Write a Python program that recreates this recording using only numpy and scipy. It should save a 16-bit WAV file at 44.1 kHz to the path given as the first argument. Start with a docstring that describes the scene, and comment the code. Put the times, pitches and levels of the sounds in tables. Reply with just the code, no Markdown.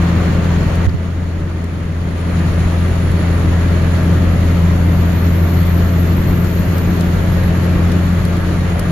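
"""The exhaust drone of a loaded six-cylinder diesel truck, heard in the cab at highway speed.
Each firing pushes the cab air, and uneven cylinders add clatter between the harmonics.
Under it lies a bed of tyre rumble, cab boom, road roar and air hiss; on top, the turbo whistle
climbs and sinks with the boost, and loose trim ticks. Early on a finger bumps the microphone
and the gain control ducks everything for over a second."""
import sys
import numpy as np
from scipy import signal
from scipy.fft import rfft, irfft, next_fast_len
from scipy.io import wavfile
from scipy.ndimage import uniform_filter1d, minimum_filter1d, map_coordinates

SR = 44100
rng = np.random.default_rng(int(sys.argv[2]) if len(sys.argv) > 2 else 0)


def generate_wav(sig):
    """Save sig (samples, or channels by samples) to the path in sys.argv[1] as 16-bit PCM at SR."""
    pcm = np.round(np.clip(np.atleast_2d(sig).T, -1, 1) * 32767).astype(np.int16)
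    wavfile.write(sys.argv[1], SR, pcm)


N = 392931

# The ride of road surface and air flow. Each row: time in seconds, boom and roar in relative dB.
ROAD_LEVELS = [(0, -23, -25.5), (1.2, -22, -28.5), (2.9, -24, -28), (4.0, -22, -27), (5.0, -22.5, -28),
               (6.3, -23, -28), (6.8, -22.5, -27.5), (7.9, -21, -26.9), (8.2, -24, -28),
               (8.9, -23.5, -27.5)]
# Colours of the tyre rumble and the cab boom. Each row: frequency in Hz, relative level in dB.
RUMBLE_COLOUR = [(8, -23), (18, -9), (27, 1), (42, -3), (60, -1.5), (80, -6), (120, -33), (300, -90)]
BOOM_COLOUR = [(50, -40), (80, -4.5), (105, -0.5), (135, 0), (165, 1.3), (200, -2), (250, -7.5), (320, -7),
               (420, -16), (700, -37.5), (2000, -90)]
# Colours of the road roar and the air hiss. Each row: frequency in Hz, left and right in relative dB.
ROAR_COLOUR = [(150, -14, -16), (342, 4, 0.5), (480, 7, 0), (582, 7, 3.5), (780, 2, -6), (900, -2, 1),
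               (990, -0.5, -2.5), (1200, 1, -0.5), (1530, -3, -2), (1880, -4.5, -1.5), (2405, -7.5, -7.5),
               (3230, -14, -17.5), (5000, -42, -40), (9000, -90, -90)]
HISS_COLOUR = [(1500, -30, -30), (2790, -2, -4.5), (3500, -3.5, -3.5), (4450, -0.5, -9.5), (4950, -12, -9),
               (5540, -10.5, -7.5), (6080, -8, -15), (6750, -2, -26), (7430, -12, -23), (8200, -19.5, -21),
               (9440, -12.5, -27), (11000, -18.5, -18), (13000, -14, -24), (15500, -27.5, -36)]
# Stereo image of the cab noise. Each row: frequency in Hz, left-right correlation (1 is mono).
CAB_CORRELATION = [(30, 0.82), (90, 0.88), (170, 1), (280, 0.76), (550, 0.65), (1100, 0.27), (2200, 0.28),
                   (4500, 0), (12000, 0)]
# Ticks of loose trim. Each row: start in seconds, relative level in dB, send to the body in dB.
TRIM_TICKS = [(0.755, -28, -6), (0.894, -36, 16), (1.642, -25, -6), (3.115, -28.5, -7), (5.119, -27, -8),
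              (5.630, -30, -8), (5.667, -28, -8), (6.056, -32, -6), (6.445, -27, -6), (6.782, -24, -3),
              (7.009, -23.5, 2), (7.918, -23, 0), (8.252, -21.5, -7), (8.368, -28, -6), (8.794, -16, -12)]
# EQ on a tick's snap. Each row: frequency in Hz, gain in dB.
SNAP_COLOUR = [(2000, -30), (5000, -2.5), (7500, -2), (10000, -1), (13000, -2), (16000, -22)]
# Finger thumps. Each row: start in seconds, pitch in Hz, peak in dB before limiting, t60 in seconds.
FINGER_BUMPS = [(0.8715, 86, 10, .06), (0.941, 130, 1.5, 0.068)]
# The turbo spools up, surges and sinks back. Each row: time in seconds, blade tone in Hz.
TURBO_PITCH = [(0, 9130), (1, 9840), (2.3, 10430), (3.4, 11060), (4.68, 11450), (5.5, 12470), (5.85, 12820),
               (6.15, 12920), (6.35, 12750), (6.65, 12290), (7, 11890), (7.4, 11650), (8, 11490),
               (8.9, 11075)]
# The turbo's level follows its speed, up and down alike. 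Each row: blade tone in Hz, relative dB.
TURBO_LEVEL = [(9100, -67), (10250, -58), (10550, -53.5), (11350, -52.5), (11650, -50.5), (11950, -47.5),
               (12450, -43.3), (12900, -45)]
# Lines from uneven cylinders and upper firing harmonics. Each entry: a multiple of the cycle rate.
CYCLE_ORDERS = [2, 3, 8, 9, 11, 15, 20, 22, 24, 26, 28, 30, 36, 38, 39, 40, 43, 45]
# Colour of those lines. Each row: frequency in Hz, relative level in dB.
CLATTER_COLOUR = [(28, -38), (43, -26.5), (110, -29.5), (130, -25), (215, -35.5), (340, -37.5),
                  (430, -39.5), (520, -43), (650, -47)]
# The revs creep up. Each row: time in seconds, firing rate in Hz.
FIRING_RATE = [(0, 85.23), (2, 85.22), (3.6, 85.38), (5, 86.05), (6, 86.57), (7, 86.86), (8, 87.05),
               (8.9, 87.05)]
# The drone swells under load, then eases. Each row: time in seconds, harmonics 1 and 2 in dB.
DRONE_LEVELS = [(0, -15.5, -15.5), (0.7, -15.8, -23), (1.1, -13.5, -22.5), (2.4, -15.5, -22.1),
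                (3.6, -13.4, -22.5), (4.8, -13.0, -18.1), (5.3, -12.5, -21.8), (6.05, -13.5, -19.5),
                (6.4, -17, -20), (7.85, -15, -20), (8.9, -19.5, -21.5)]


def amp(db):
    """Decibels to gain."""
    return 10 ** (np.asarray(db) / 20)


def unit(x):
    """Scaled to rms 1."""
    return x / np.sqrt(np.mean(x ** 2) + 1e-20)


def along(points, hz, column=1):
    """One column of a frequency table, read on a log axis."""
    columns = np.transpose(points)
    return np.interp(np.log(hz + 1), np.log(columns[0] + 1), columns[column])


def curves(rows):
    """One automation curve for each column after the time."""
    times, *columns = np.transpose(rows)
    return [np.interp(np.arange(N) / SR, times, column) for column in columns]


def wobble(rate):
    """A smooth random curve, rate knots a second."""
    return map_coordinates(rng.standard_normal(int(N * rate / SR) + 4), [np.arange(N) * rate / SR])


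def filtered(x, response):
    """EQ: response gives the gain at each frequency in Hz."""
    size = next_fast_len(N + SR // 2)
    return irfft(rfft(x, size) * response(np.fft.rfftfreq(size, 1 / SR)), size)[..., :N]


def pan(left_db):
    """Left and right gains for a level difference."""
    return amp(np.array([[.5], [-.5]]) * left_db)


def cab_noise(colour, patchy_db):
    """Coloured stereo noise with drifting patches of gain; its centre has rms 1."""
    def mid_side_gains(hz):
        angle = np.arccos(np.clip(along(CAB_CORRELATION, hz), -1, 1)) / 2
        return np.array([np.cos(angle), np.sin(angle)])

    spectra = signal.stft(rng.standard_normal((2, N)), nperseg=512)[2]
    patches = uniform_filter1d(rng.standard_normal(spectra.shape[1:]), size=5, axis=0)
    patches = uniform_filter1d(patches, size=14, axis=1)
    noise = signal.istft(spectra * amp(patchy_db * unit(patches)), nperseg=512)[1][:, :N]
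    mid, side = filtered(noise, mid_side_gains)
    stereo = np.array([mid + side, mid - side])
    # a colour with one level column serves both sides
    stereo = filtered(stereo, lambda hz: amp([along(colour, hz), along(colour, hz, column=-1)]))
    return stereo / np.std(stereo.mean(axis=0))


def cab_echoes(x, gain=0.082, count=8):
    """Weak echoes from the windows and dash comb the sound, differently on each side."""
    delays = rng.integers(SR // 500, SR // 70, (2, count))
    echoes = [sum(np.pad(ear, (lag, 0))[:N] for lag in lags) for ear, lags in zip(x, delays)]
    return x + gain * np.array(echoes)


def road(firing_phase, boom_db, roar_db, rumble_db=-25, hiss_offset_db=-14):
    """Tyres shake and boom through the cab; roar and hiss pulse slightly with the diesel knock."""
    rumble = amp(rumble_db + .5 * wobble(2.47)) * cab_noise(RUMBLE_COLOUR, patchy_db=1.0)
    boom = amp(boom_db + 3.0 + .5 * wobble(4)) * cab_noise(BOOM_COLOUR, patchy_db=0.45) * pan(1.5)
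    knock = 1 + .035 * np.cos(firing_phase) + 0.046 * np.cos(firing_phase / 2)
    flow_db = roar_db + .15 * wobble(4)
    roar_gain = amp(flow_db - 0.5 + 0.45 * wobble(28))
    roar = roar_gain * cab_echoes(cab_noise(ROAR_COLOUR, patchy_db=0.5))
    hiss_gain = amp(flow_db + hiss_offset_db + 0.66 * wobble(35))
    hiss = hiss_gain * cab_echoes(cab_noise(HISS_COLOUR, patchy_db=0.77))
    return rumble + boom + knock * (roar + hiss)


def trim_ticks(t60_s=0.025, body_hz=4300):
    """Loose plastic trim ticks: a bright snap with a little resonant body."""
    snaps, bodies = np.zeros((2, 2, N + SR))
    t = np.arange(SR // 20) / SR
    for start_s, db, body_db in TRIM_TICKS:
        burst = amp(db - 60 * t / t60_s) * rng.standard_normal((2, len(t)))
        start = round(start_s * SR)
        snaps[:, start:start + len(t)] += burst
        bodies[:, start:start + len(t)] += amp(body_db) * burst
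    snap = filtered(snaps[:, :N], lambda hz: amp(along(SNAP_COLOUR, hz)))
    body = filtered(bodies[:, :N], lambda hz: 1 / (1 + 1j * (hz - body_hz) / 700))
    return (amp(-2.0) * snap + amp(1) * body) * pan(3.9)


def finger_bumps(attack_s=0.0027):
    """Each thump is a short damped swing of pressure in the right microphone only."""
    right = np.zeros(N)
    for start_s, hz, peak_db, t60_s in FINGER_BUMPS:
        t = np.maximum(np.arange(N) / SR - start_s, 0)
        swing = np.sin(2 * np.pi * hz * t) * amp(-60 * t / t60_s) * (1 - np.exp(-t / attack_s))
        right += amp(peak_db) * swing / np.abs(swing).max()
    return np.array([np.zeros(N), right])


def noise_band(phase, half_width_hz):
    """A stereo band of noise that rides the pitch of a running phase."""
    noise = rng.standard_normal((2, 2, N))
    a, b = filtered(noise, lambda hz: 1 / np.hypot(1, np.square(hz / half_width_hz)))
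    return unit(a * np.cos(phase) + b * np.sin(phase))


def turbo(tone_growth=0.32, air_below_hz=230, air_top_hz=13700):
    """The blades whistle and flutter inside a band of rushing intake air that glides with them."""
    blade_hz = uniform_filter1d(curves(TURBO_PITCH)[0], size=6000) + 7 * wobble(20)
    db = along(TURBO_LEVEL, blade_hz)
    phase = 2 * np.pi * np.cumsum(blade_hz) / SR
    whistle = unit(noise_band(phase, half_width_hz=11) + .7 * np.sin(phase))
    # the harder the turbo works, the further the tone stands out of the air
    whistle *= amp(tone_growth * (db - db.mean()) + 1.7 * wobble(12))
    fringe = noise_band(phase, half_width_hz=130)
    air = noise_band(phase - 2 * np.pi * air_below_hz * np.arange(N) / SR, half_width_hz=800)
    air = filtered(air, lambda hz: 1 / (1 + (hz / air_top_hz) ** 20))
    return amp(db) * (amp(-1.2) * whistle + amp(-3.5) * fringe + amp(0.3) * air) * pan(6.6)


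def engine_clatter(firing_phase, swell_db, cylinders=6):
    """Unequal cylinders repeat every two crank turns, adding wavering lines around the harmonics."""
    cycle_phase = firing_phase / cylinders
    cycle_hz = FIRING_RATE[0][1] / cylinders
    lines = np.zeros(N)
    for order in CYCLE_ORDERS:
        gain = amp(along(CLATTER_COLOUR, order * cycle_hz) + 1.7 * wobble(2.38))
        lines += gain * np.sin(order * cycle_phase + rng.uniform(0, 2 * np.pi) + 0.14 * wobble(5))
    return np.sqrt(2) * lines * amp(swell_db - 5.0) * pan(1.4)


def exhaust(firing_phase, waver_db=0.34, third_mean_db=-35, third_growth=1.8):
    """Every firing pushes the cab air: three crank-locked harmonics, the third most eager under load."""
    first_db, second_db = curves(DRONE_LEVELS)
    third_db = third_mean_db + third_growth * (first_db - first_db.mean()) + 2.0 * wobble(3.06)
    drone = np.zeros(N)
    for harmonic, db in enumerate([first_db, second_db, third_db], start=1):
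        drone -= amp(db + waver_db * wobble(13)) * np.sin(harmonic * firing_phase)
    return np.sqrt(2) * drone * pan(0.87)


def scene():
    """The mix from the driver's seat: engine, road, turbo and trim, plus the finger thumps."""
    firing_phase = 2 * np.pi * np.cumsum(curves(FIRING_RATE)[0]) / SR
    boom_db, roar_db = curves(ROAD_LEVELS)
    engine = exhaust(firing_phase) + engine_clatter(firing_phase, roar_db - np.median(roar_db))
    return engine + road(firing_phase, boom_db, roar_db) + turbo() + trim_ticks() + finger_bumps()


def gain_control(x, duck_db=-6, hold_s=1.09, release_s=0.4, margin_db=3):
    """Peaks over full scale are limited at once; a hard overload holds the gain down, then lets go."""
    needed_db = -20 * np.log10(np.maximum(np.abs(x).max(axis=0), 1))
    limit_db = uniform_filter1d(minimum_filter1d(needed_db, size=400), size=100)
    overload_db = np.clip(limit_db + margin_db, duck_db, 0)
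    half_hold, half_release = int(hold_s * SR) // 2, int(release_s * SR) // 2
    held_db = minimum_filter1d(overload_db, 2 * half_hold + 1, origin=half_hold, mode="constant")
    release_db = uniform_filter1d(held_db, 2 * half_release + 1, origin=half_release, mode="constant")
    return x * amp(np.min([limit_db, held_db, release_db], axis=0))


def record(dry, top_hz=15750):
    """The master chain: gain control, then a brick-wall high cut."""
    return filtered(gain_control(dry), lambda hz: hz < top_hz)


dry = scene()
out = record(dry)
generate_wav(out)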